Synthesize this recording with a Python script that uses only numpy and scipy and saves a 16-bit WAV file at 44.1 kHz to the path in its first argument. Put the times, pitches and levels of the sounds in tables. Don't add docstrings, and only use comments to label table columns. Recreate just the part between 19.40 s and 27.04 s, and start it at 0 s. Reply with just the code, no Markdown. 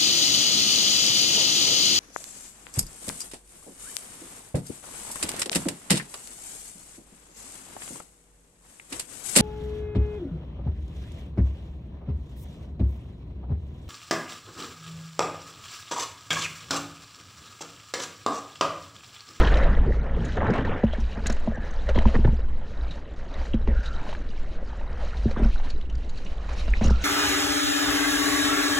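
import sys
import numpy as np
from scipy import signal
from scipy.fft import rfft, irfft, next_fast_len
from scipy.io import wavfile
from scipy.ndimage import uniform_filter1d

SR = 44100
rng = np.random.default_rng(int(sys.argv[2]) if len(sys.argv) > 2 else 0)


def bounce(signal):
    frames = np.transpose(np.atleast_2d(signal))
    limited = np.clip(frames, -1, 1)
    pcm = np.round(limited * 32767).astype(np.int16)
    wavfile.write(sys.argv[1], SR, pcm)


N = 336924

# (time [s], push level [dB], extra level of the lowest mode [dB], contact [ms])
SLAPS = [(0.74, -25, -22.5, 2.2), (0.78, -21.5, -1.5, 2.4), (1.097, -18, -20.5, 1.1),
         (1.187, -11, -30, 2.8), (1.434, -0.5, -25, 1.68), (1.579, -18, -19, 1.5), (1.772, -19, -19, 1.6),
         (1.852, -16.5, -19, 2.1), (1.896, -17, 3.5, 0.71), (2.075, -11.5, -50, 0.99),
         (2.176, -18, -10.5, 1.5), (2.487, -22, -11, 0.74), (2.557, -7, -29, 1.4), (2.578, -7.5, -5, 0.24),
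         (2.655, -4, -1.5, 0.87), (2.753, -7, -13, 1), (2.785, -3, -7, 3.2), (2.847, -1, -25.5, 1.97),
         (2.876, -3.5, -13.5, 3.5), (2.921, -8.5, 4, 5.3), (4.138, -2.5, -14.5, 2.6),
         (4.279, -14.5, -15, 1.46), (4.322, -22.5, -13, 2), (4.385, -23.5, -9, 2.7), (5.854, -4, -5, 1.96),
         (5.967, -13, -8.5, 1.2), (5.995, -14, -34, 1.5), (6.016, -5, -7, 3.3), (6.047, -9, -21.5, 3.7),
         (7.277, -22.5, -18, 0.41), (7.412, -9, -8, 1.1), (7.445, -7, -24.5, 3), (7.472, -7.5, 4.5, 3.8),
         (7.506, -7.5, -3, 1.52)]
# (frequency [Hz], level [dB], decay by 60 dB [s])
BOARD_MODES = [(58.6, -3, 0.43), (113, -4.5, 0.076), (145, -5.5, 0.042), (222.7, -3, 0.12),
               (364, -2, 0.018), (529, -13, 0.01), (800, -7, 0.0035), (970, -5, 0.02)]
SWEEP_DB, SWEEP_LOW_HZ, SWEEP_HIGH_HZ = 22, 124, 650
TRAVEL_S, FIRST_HZ, SLOWEST_HZ = 0.0061, 720, 261

# (time [s], level [dB], centre [Hz], decay by 60 dB [s])
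SPLATS = [(.0698, -19, 3140, 0.12), (.14, -19, 3400, 0.024), (.8487, -24.5, 6500, 0.054),
          (.882, -35, 6500, 0.015), (1.1033, -27.5, 5000, .026), (1.1797, -24.5, 2720, .03),
          (1.203, -35, 12000, .008), (1.25, -38, 4080, 0.024), (1.5277, -28, 3180, 0.075),
          (1.6023, -29.5, 5630, 0.06), (1.857, -37, 3350, .02), (1.868, -4.5, 6800, 0.018),
          (1.8665, -25.5, 4070, .012), (1.899, -13.5, 5300, .02), (1.924, -14, 6900, 0.0074),
          (1.964, -35, 7250, 0.014), (2.0, -34, 7300, 0.017), (2.3076, -32, 6100, 0.031),
          (2.336, -35, 5960, 0.026), (2.549, -28, 3040, .04), (2.558, -23, 3200, 0.033),
          (2.572, -31, 3140, .04), (2.586, -17.5, 3070, 0.02), (3.509, -28, 3730, 0.082),
          (3.9386, -33, 3780, 0.054), (4.4575, -25.5, 3690, 0.091), (4.7282, -38, 2640, 0.034),
          (5.7688, -32, 3890, 0.037), (5.909, -28.5, 4230, 0.041), (6.179, -33.5, 3920, 0.019),
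          (6.3008, -21, 4400, 0.04), (6.411, -32.5, 3150, 0.02), (6.496, -38, 2780, 0.11),
          (6.497, -35.5, 6170, 0.018), (6.552, -30, 4900, 0.018), (6.553, -38, 7000, 0.018),
          (6.692, -31, 4250, 0.062), (6.693, -31, 6570, 0.044), (6.775, -29, 4270, 0.054),
          (6.848, -30, 5800, 0.028), (6.862, -30.5, 2740, 0.085), (6.94, -43, 4550, .025),
          (7.3695, -27, 2760, 0.021), (7.434, -25, 4200, 0.034), (7.44, -14.5, 5740, 0.056),
          (7.457, -18.5, 6700, 0.041), (7.469, -26, 2740, 0.016), (7.478, -21.5, 5400, .03),
          (7.5014, -20, 5130, 0.081), (7.6191, -25, 6180, 0.15)]
SPLAT_RISE_S = 0.008
TICK_DB, TICK_T60_S, TICK_RISE_S = -4, 0.006, 0.003

# (time [s], tone level [dB], nominal pitch [Hz], smack level [dB])
PLOPS = [(0.17, -24, 585, -21.5), (0.233, -25, 496, -28), (.271, -46, 570, -50), (.462, -18.5, 474, -45),
         (0.477, -14, 378, -55), (.505, -19, 563, -55), (.522, -14.5, 1820, -55), (.64, -27, 620, -42.5),
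         (0.491, -18, 430, -54), (.969, -11.5, 442, -51), (0.984, -16, 516, -43), (1.005, -9, 1820, -50),
         (1.012, -12, 1200, -44), (1.019, -8.5, 830, -38), (1.03, -10, 1040, -48), (1.046, -12, 895, -49),
         (1.067, -9, 1750, -33.5), (1.085, -11, 800, -43), (1.098, -11, 474, -45), (1.136, -20, 584, -24),
         (1.158, -13.5, 650, -33), (1.249, -10.5, 1760, -34), (1.249, -20, 520, -50),
         (1.277, -14, 890, -41), (1.436, -6, 560, -34), (1.534, -14.5, 613, -33), (1.859, -10.5, 1550, -24),
         (1.899, -16.5, 620, -24.5), (1.966, -27, 610, -37), (2.074, -11, 624, -58), (2.119, -19, 630, -42),
         (2.174, -24, 630, -47), (2.489, -9, 597, -21), (2.557, -9, 556, -38.5), (2.558, -14, 2050, -35),
         (2.587, -8.5, 1940, -46), (2.589, -14, 650, -30), (2.62, -21, 950, -41), (2.655, -12.5, 574, -30),
         (2.656, -18, 1050, -53), (2.688, -19, 620, -50), (2.745, -13, 467, -37), (2.847, -24, 466, -34.5),
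         (2.851, -20, 1660, -45), (2.876, -15, 900, -59), (2.888, -29, 800, -53), (2.897, -35, 600, -65),
         (2.933, -27, 494, -59), (2.991, -24, 477, -41), (4.013, -33, 580, -36), (4.141, -17.5, 503, -32.5),
         (4.274, -19.5, 1070, -32.5), (4.275, -16.5, 398, -58), (4.285, -21, 610, -60),
         (4.665, -23, 880, -37), (4.69, -20, 606, -32), (4.727, -20, 880, -32), (4.749, -18, 1630, -33),
         (5.227, -24, 535, -47), (5.33, -23.5, 860, -59), (5.411, -24.5, 870, -44),
         (5.635, -23.5, 554, -51), (5.744, -25, 1820, -46), (5.854, -34, 458, -61),
         (5.911, -18.5, 530, -33), (5.963, -16, 1130, -57), (6.045, -17.5, 1430, -43.5),
         (6.048, -23, 2930, -50), (6.159, -21, 1450, -65), (6.198, -25, 815, -36), (7.09, -23, 970, -32),
         (7.279, -21, 637, -31), (7.337, -5.5, 1920, -65), (7.336, -7, 2320, -65), (7.41, -20, 624, -31),
         (7.442, -20, 570, -32), (7.465, -25, 570, -41), (7.475, -18.5, 420, -51), (7.497, -14, 1470, -53),
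         (7.507, -32, 480, -45)]
PLOP_CYCLES = 20

# (time [s], wash level [dB], spray level [dB], foam level [dB], hold [s])
GUSHES = [(0.965, -24, -56, -62, 0.011), (0.993, -25, -63, -44, 0.093), (1.105, -26.5, -45.5, -51, 0.08),
          (1.239, -29.5, -48, -65, 0.13), (1.833, -39, -37.5, -65, 0.066),
          (2.477, -30.5, -41, -61.5, 0.024), (2.54, -31.5, -58, -38, 0.039),
          (2.602, -30.5, -55, -50, 0.016), (2.662, -30, -44, -37, 0.015), (2.738, -23, -48, -44, 0.015),
          (2.839, -24, -57, -52, 0.0089), (2.861, -36, -71, -69, 0.026), (3.904, -40, -49, -61, 0.068),
          (4.265, -38.5, -63, -68, 0.082), (4.427, -56, -37.5, -74, 0.042), (4.668, -37, -40, -71, 0.049),
          (5.57, -51, -42.5, -59, .08), (5.96, -31, -53, -56, 0.041), (6.024, -37.5, -39.5, -55, 0.035),
          (6.178, -43, -56, -67, 0.12), (6.227, -45, -40, -67, 0.06), (7.078, -41.5, -43.5, -77, 0.05),
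          (7.409, -32, -33, -56.5, 0.062)]
GUSH_RISE_S, GUSH_FALL_DB_PER_S = 0.0096, 116
GUSH_SHORT_FALL_DB = 18.5

# (time [s], wash level [dB], spray level [dB])
FLOW = [(0, -15.5, -27), (.07, -22.5, -33), (.25, -24.5, -41), (.42, -35, -51), (.58, -38.5, -56.5),
        (.75, -32, -52), (.93, -38, -43.5), (1.3, -34, -56.5), (1.42, -38, -54.5), (1.62, -39, -42),
        (2.0, -39.5, -47.5), (2.4, -38, -46), (2.7, -35.5, -45), (2.84, -40.5, -46.5), (3.2, -46, -54.5),
        (3.45, -40.5, -44.5), (3.65, -45.5, -53), (4.05, -37.5, -46), (4.16, -44.5, -55),
        (4.3, -47.5, -52.5), (4.6, -39.5, -42), (5.0, -44.5, -47.5), (5.17, -44, -50), (5.62, -39, -46),
        (6.2, -41.5, -46), (6.36, -50, -53), (6.55, -48, -49.5), (7.0, -42, -46), (7.64, -39, -36)]
# (time [s], gurgle level [dB], foam level [dB], hollow level [dB])
WHITEWATER = [(0, -21.5, -38.5, -32.5), (.25, -28, -37.5, -39), (.37, -26.5, -46.5, -42.5),
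              (.44, -25.5, -49, -56), (.49, -18.5, -63.5, -44), (.56, -34.5, -56.5, -50),
              (.72, -31.5, -50.5, -75), (.79, -25, -46, -41), (.85, -25, -45, -56), (.9, -28, -40, -36),
              (1.07, -20, -51, -58.5), (1.2, -21.5, -46, -41), (1.36, -23, -76, -53),
              (1.45, -39.5, -45, -45), (1.8, -35.5, -55, -71), (2.3, -39.5, -55, -57),
              (3.1, -39.5, -58.5, -68)]
# (frequency [Hz], relative level per Hz [dB])
GURGLE_SPECTRUM = [(55, -15.5), (75, 4.5), (135, -2), (222, -1.5), (320, -9.5), (450, -9.5), (580, -45)]
# (frequency [Hz], relative level per Hz [dB])
WASH_SPECTRUM = [(200, -10), (270, -7), (382, -9.5), (544, 0), (700, -6), (1050, -10), (1790, -11.5),
                 (2020, -15.5), (2500, -24), (3700, -24)]
# (frequency [Hz], relative level per Hz [dB])
SPRAY_SPECTRUM = [(1700, -11.5), (2300, -5.5), (5000, -3), (9000, -11.5), (15500, -14.5)]
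DROP_SHARE = 0.35
# (frequency [Hz], relative level per Hz [dB])
FOAM_SPECTRUM = [(2100, -14), (2600, -4), (3250, 4.5), (3600, -5), (4400, -20)]

STIR_GURGLE_DB, SETTLE_GURGLE_S = -13.5, 0.059
STIR_RUMBLE_DB, SETTLE_RUMBLE_S = -15.5, 0.7

# (time [s], level [dB], starting centre [Hz], hold [s])
RUSHES = [(2.12, -42.5, 1720, 0.039), (4.32, -39.5, 1620, 0.13), (7.45, -37, 1387, 0.027),
          (7.585, -54.5, 1480, .06)]
RUSH_RISE_S, RUSH_FALL_DB_PER_S = 0.032, 69
RUSH_SAG_HZ_PER_S = 760
RUSH_WIDTH_HZ, RUSH_WANDER_HZ = 220, 40
HOLLOW_HZ, HOLLOW_WIDTH_HZ, HOLLOW_WANDER_HZ = 1780, 480, 110

# (time [s], level [dB])
THRUM_LEVEL = [(0, -30.5), (.35, -30), (.8, -39), (1.2, -34.5), (1.42, -64.5)]
THRUM_LOW_HZ, THRUM_HIGH_HZ = 90, 171
# (time [s], rumble level [dB])
SWELL = [(0.0, 1), (0.06, -22), (0.13, -10), (0.94, -24.5), (1.08, -21), (1.4, -39), (1.45, -16.5),
         (2.34, -30.5), (2.38, -21.5), (2.85, -9.5), (3.3, -37.5), (3.43, -21), (3.64, -36.5), (4.32, -16),
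         (4.68, -32.5), (4.72, -25), (5.21, -28.5), (6.08, -16.5), (6.28, -32), (6.34, -14.5), (6.41, -29),
         (6.57, -19.5), (6.72, -30), (7.47, -14.5), (7.51, -26), (7.64, -35)]
# (frequency [Hz], relative level per Hz [dB])
RUMBLE_SPECTRUM = [(16, -3), (22, -1), (40, -9.5), (50, -0.5), (58, -6), (66, -6.5), (78, -22.5),
                   (110, -47)]
# (time [s], level [dB])
HEAVE_LEVEL = [(0.0, -22), (0.34, -23), (0.64, -30), (2.72, -17), (3.7, -30.5), (4.83, -17), (5.81, -28),
               (5.96, -17), (7.64, -21.5)]
# (frequency [Hz], relative level per Hz [dB])
HEAVE_SPECTRUM = [(3, -25), (6, -7.5), (10, -2.5), (15, -4), (21, -11.5)]

# (frequency [Hz], side relative to mid [dB])
PORT_GAP = [(40, -24.5), (140, -39), (320, -27.5), (490, -16), (740, -5), (1700, -11.5), (2600, -4),
            (6000, -15.5), (12000, -9.5)]
# (frequency [Hz], amplitude share [1])
LEAN = [(100, 0.36), (350, 0), (700, -.35), (2600, -0.5), (4500, 0.48), (9000, 0)]
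# (time [s], side gain [dB])
WIDTH = [(0, -63), (5.2, -35.5), (5.6, -17.5), (6.0, -3.5), (7.64, 2)]
# (frequency [Hz], gain [dB])
MEMBRANE = [(2000, -2.5), (3000, -3), (3500, -8.5), (3900, -2), (4400, -8), (5000, -12), (6000, -10.5),
            (6900, -11.5), (8000, -17.5), (10000, -21.5), (13000, -31), (15400, -31)]
CUTOFF_HZ = 15400


def slap_pushes(mode_db, luck_db, boom_share):
    pushes = np.zeros(N)
    for (s, db, boom_db, ms), luck in zip(SLAPS, luck_db):
        push = np.hanning(max(round(ms * SR / 1000), 8))
        add(pushes, s, push / push.sum() * from_db(db + mode_db + luck + boom_db * boom_share))
    return pushes


def board():
    luck_db = rng.normal(0, 2.4, (len(SLAPS), len(BOARD_MODES)))
    out = np.zeros(N)
    for k, (hz, mode_db, t60) in enumerate(BOARD_MODES):
        pushes = slap_pushes(mode_db, luck_db[:, k - 1], boom_share=(k == 0))
        out += ring(pushes, hz, t60) * (-1) ** k
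    front = slap_pushes(SWEEP_DB, luck_db[:, -1], boom_share=0)
    sweep_band = signal.butter(2, [SWEEP_LOW_HZ, SWEEP_HIGH_HZ], "band", fs=SR, output="sos")
    out -= signal.sosfilt(sweep_band, front + 1e-18)
    size = next_fast_len(N + 2000)
    reference_hz = BOARD_MODES[3][0]
    ratio = np.clip(np.arange(size // 2 + 1) * SR / size, SLOWEST_HZ, None) / reference_hz
    lag = TRAVEL_S * np.maximum(ratio ** -.5 - np.sqrt(reference_hz / FIRST_HZ), -.2)
    return filtered(out, np.exp(-2j * np.pi * np.cumsum(lag) * SR / size), size)


def splats():
    t, out = np.arange(4000) / SR, np.zeros(N)
    for (s, db, hz, t60), noise in zip(SPLATS, rng.standard_normal((len(SPLATS), len(t)))):
        broad = band(noise, hz / 1.12, min(hz * 1.37, 18000), order=1)
        narrow = band(noise, hz / 1.046, hz * 1.104, order=2)
        decay = from_db(-60 * np.maximum(t - SPLAT_RISE_S, 0) / max(t60, .004))
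        splat = from_db(db) * (0.33 * broad + 0.25 * narrow) * soft_start(t, SPLAT_RISE_S) * decay
        add(out, s + .004 - SPLAT_RISE_S, splat)
        tick = from_db(db + TICK_DB - 60 * t / TICK_T60_S) * band(noise[::-1], 5000, 18000, order=1)
        add(out, s + 0.0028, tick * soft_start(t, TICK_RISE_S))
    return out


def plops():
    t, out = np.arange(4000) / SR, np.zeros(N)
    for (s, db, hz, smack_db), noise in zip(PLOPS, rng.standard_normal((len(PLOPS), len(t)))):
        t60 = PLOP_CYCLES / hz
        phase = 2 * np.pi * hz * t * (0.953 + 0.15 * t / t60)
        tone = np.sin(phase) * from_db(db - 60 * t / t60)
        smack = band(noise, 830, 2400, order=1) * from_db(smack_db - 60 * t / 0.053)
        add(out, s, (tone + smack) * soft_start(t, 0.0019))
    return out


def gurgle(level_db):
    noise = churn(GURGLE_SPECTRUM, surge_db=-0.5, surge_rate=9.8, patchy_db=-1.5, patch_rate=3.6, count=4)
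    bubbles = grains(GURGLE_SPECTRUM, per_s=160, spread_db=3.5, cycles=14.0, swell=4.2, count=8)
    return power_sum(level_db, stirred(STIR_GURGLE_DB, SETTLE_GURGLE_S)) * blend(noise, bubbles, 0.59)


def wash(level_db):
    noise = churn(WASH_SPECTRUM, surge_db=1.5, surge_rate=22, patchy_db=3.5, patch_rate=11, count=11)
    bubbles = grains(WASH_SPECTRUM, per_s=2200, spread_db=3.8, cycles=14.0, swell=6.5, count=16)
    return gushing(level_db, column=1) * blend(noise, bubbles, 0.42)


def spray(level_db):
    noise = churn(SPRAY_SPECTRUM, surge_db=4.0, surge_rate=5.6, patchy_db=2.5, patch_rate=54, count=7)
    drops = grains(SPRAY_SPECTRUM, per_s=1100, spread_db=4.5, cycles=22, swell=22.0, count=14)
    return gushing(level_db, column=2) * blend(noise, drops, DROP_SHARE)


def foam(level_db):
    hiss = churn(FOAM_SPECTRUM, surge_db=7.5, surge_rate=45, patchy_db=6.0, patch_rate=12, count=3)
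    fizz = grains(FOAM_SPECTRUM, per_s=3200, spread_db=7.5, cycles=16, swell=6.6, count=6)
    return gushing(level_db, column=3) * blend(hiss, fizz, 0.31)


def hollow(steady_db):
    t, hz, levels = np.arange(N) / SR, np.full(N, float(HOLLOW_HZ)), []
    for s, db, centre_hz, hold in RUSHES:
        levels.append(swelling(s, db, hold, RUSH_RISE_S, RUSH_FALL_DB_PER_S))
        hz[t > s] = centre_hz - RUSH_SAG_HZ_PER_S * np.minimum(t[t > s] - s, .25)
    broad_gain = from_db(steady_db + 5.2 * drift(26))
    broad = broad_gain * whistle(HOLLOW_HZ, HOLLOW_WIDTH_HZ, HOLLOW_WANDER_HZ)
    rush_gain = power_sum(*levels) * from_db(1.7 * drift(8.7))
    return broad + rush_gain * whistle(hz, RUSH_WIDTH_HZ, RUSH_WANDER_HZ)


def thrum():
    gain = from_db(in_time(THRUM_LEVEL)[0] + 2.6 * drift(9))
    return gain * band(rng.standard_normal(N), THRUM_LOW_HZ, THRUM_HIGH_HZ, order=2)


def rumble(level_db):
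    noise = churn(RUMBLE_SPECTRUM, surge_db=-0.9, surge_rate=2.0, patchy_db=2.0, patch_rate=2.7, count=3)
    return power_sum(level_db, stirred(STIR_RUMBLE_DB, SETTLE_RUMBLE_S)) * noise


def heave():
    noise = churn(HEAVE_SPECTRUM, surge_db=-0.76, surge_rate=3, patchy_db=2.0, patch_rate=2.8, count=2)
    return noise * from_db(in_time(HEAVE_LEVEL)[0])


def stirred(below_db, t60):
    kicks = np.full(N, 1e-12)
    s, db = np.transpose(SLAPS)[:2]
    kicks[(s * SR).astype(int)] = from_db(db + below_db) ** 2
    r = from_db(-120 / (t60 * SR))
    power = signal.lfilter([1], [1, -r], kicks)
    return 10 * np.log10(uniform_filter1d(power, size=600, origin=299) + 1e-12)


def swelling(s, db, hold, rise, fall_db_per_s):
    t = np.arange(N) / SR - s
    return db + 20 * np.log10(np.clip(t / rise, 1e-4, 1)) - fall_db_per_s * np.maximum(t - rise - hold, 0)


def gushing(steady_db, column):
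    levels = [steady_db]
    for gush in GUSHES:
        hold = gush[-1]
        fall = max(GUSH_FALL_DB_PER_S, GUSH_SHORT_FALL_DB / hold)
        levels.append(swelling(gush[0], gush[column], hold, GUSH_RISE_S, fall))
    return power_sum(*levels)


def churn(spectrum, surge_db, surge_rate, patchy_db, patch_rate, count):
    size = next_fast_len(N)
    hz = np.arange(1, size // 2 + 2) * SR / size
    low_hz, high_hz = spectrum[0][0], spectrum[-1][0]
    place = np.log(hz / low_hz) / np.log(high_hz / low_hz)
    shape = gain_at_bins(spectrum, size) * (place > 0) * (place < 1)
    white, out = rfft(rng.standard_normal((2, size))), 0
    for k in range(count):
        weight = np.sqrt(np.clip(1 - abs(place * (count - 1) - k), 0, 1))
        part = irfft(white[k % 2] * shape * weight, size)[:N]
        out = out + part * from_db(patchy_db * drift(patch_rate))
    return rms_one(out * from_db(surge_db * drift(surge_rate)))


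def grains(spectrum, per_s, spread_db, cycles, swell, count):
    sizes = from_db(spread_db * np.minimum(rng.exponential(1, N), 5)) * rng.choice([-1, 1], N)
    born = rng.random(N) < per_s * from_db(5 * drift(12)) / SR
    hz, db = np.transpose(spectrum)
    pitches, dealt = np.geomspace(hz[1], min(hz[-2], 10000), count), rng.integers(0, count, N)
    levels = from_db(np.interp(np.log(pitches), np.log(hz), db)) * pitches
    out = 0
    for k, (pitch, level) in enumerate(zip(pitches, levels)):
        clicks = sizes * born * (dealt == k)
        out = out + level * pitch / SR * ring(ring(clicks, pitch, cycles / pitch), pitch, swell / pitch)
    return rms_one(out)


def blend(noise, grain, share):
    share = np.clip(share, 0, 1)
    return np.sqrt(1 - share) * noise + np.sqrt(share) * grain


def whistle(hz, width_hz, wander_hz):
    low_pass = signal.butter(2, width_hz / 2, fs=SR, output="sos")
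    a, b = signal.sosfilt(low_pass, rng.standard_normal((2, N)))
    phase = 2 * np.pi * np.cumsum(hz + wander_hz * drift(5)) / SR
    return rms_one(a * np.cos(phase) + b * np.sin(phase))


def ring(clicks, hz, t60):
    r, w = from_db(-60 / (t60 * SR)), 2 * np.pi * hz / SR
    return signal.lfilter([0, np.sin(w)], [1, -2 * r * np.cos(w), r * r], clicks + 1e-18)


def band(noise, low_hz, high_hz, order):
    return rms_one(signal.sosfilt(signal.butter(order, [low_hz, high_hz], "band", fs=SR, output="sos"), noise))


def drift(rate):
    r = np.exp(-40 * np.pi * rate / SR)
    slow = signal.lfilter([1], [1, -2 * r, r * r], rng.standard_normal(N // 20 + 3002))[3000:]
    return np.interp(np.arange(N) / 20, np.arange(len(slow)), rms_one(slow))


def soft_start(t, rise):
    return np.sin(np.pi / 2 * np.minimum(t / rise, 1)) ** 2


def filtered(x, response, size):
    padded = np.pad(x, [(0, 0)] * (x.ndim - 1) + [(1000, 1000)], "reflect", reflect_type="odd")
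    return irfft(rfft(padded, size) * response, size)[..., 1000:N + 1000]


def at_bins(points, size):
    hz, value = np.transpose(points)
    return np.interp(np.log(np.arange(1, size // 2 + 2) * SR / size), np.log(hz), value)


def gain_at_bins(points, size):
    return from_db(at_bins(points, size))


def in_time(rows):
    s, *columns = np.transpose(rows)
    return [np.interp(np.arange(N) / SR, s, c) for c in columns]


def power_sum(*levels_db):
    return np.sqrt(sum(from_db(db) ** 2 for db in levels_db))


def from_db(db):
    return 10 ** (np.asarray(db) / 20)


def rms_one(x):
    return x / np.sqrt(np.mean(x ** 2) + 1e-20)


def add(out, s, piece):
    i = round(s * SR)
    out[i:i + len(piece)] += piece[:N - i]


def scene():
    rumble_db, = in_time(SWELL)
    wash_db, spray_db = in_time(FLOW)
    gurgle_db, foam_db, hollow_db = in_time(WHITEWATER)
    hits = board() + splats() + plops()
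    water = gurgle(gurgle_db) + wash(wash_db) + spray(spray_db) + foam(foam_db)
    background = hollow(hollow_db) + thrum() + rumble(rumble_db) + heave()
    mid = hits + water + background
    size = next_fast_len(N + 2000)
    smear = rfft(rng.standard_normal(size=1400), size)
    lean = np.clip(at_bins(LEAN, size), -1, 1)
    gap = (lean + np.sqrt(1 - lean ** 2) * smear / abs(smear)) * gain_at_bins(PORT_GAP, size)
    side = filtered(mid, gap, size) * from_db(in_time(WIDTH)[0])
    return np.array([mid + side, mid - side])


def record(dry):
    size = next_fast_len(N + 2000)
    heard = filtered(dry, gain_at_bins(MEMBRANE, size), size)
    rounded = 0.88 * np.tanh(heard / 1.165)
    return signal.sosfilt(signal.cheby2(12, 70, CUTOFF_HZ, fs=SR, output="sos"), rounded)


dry = scene()
out = record(dry)
bounce(out)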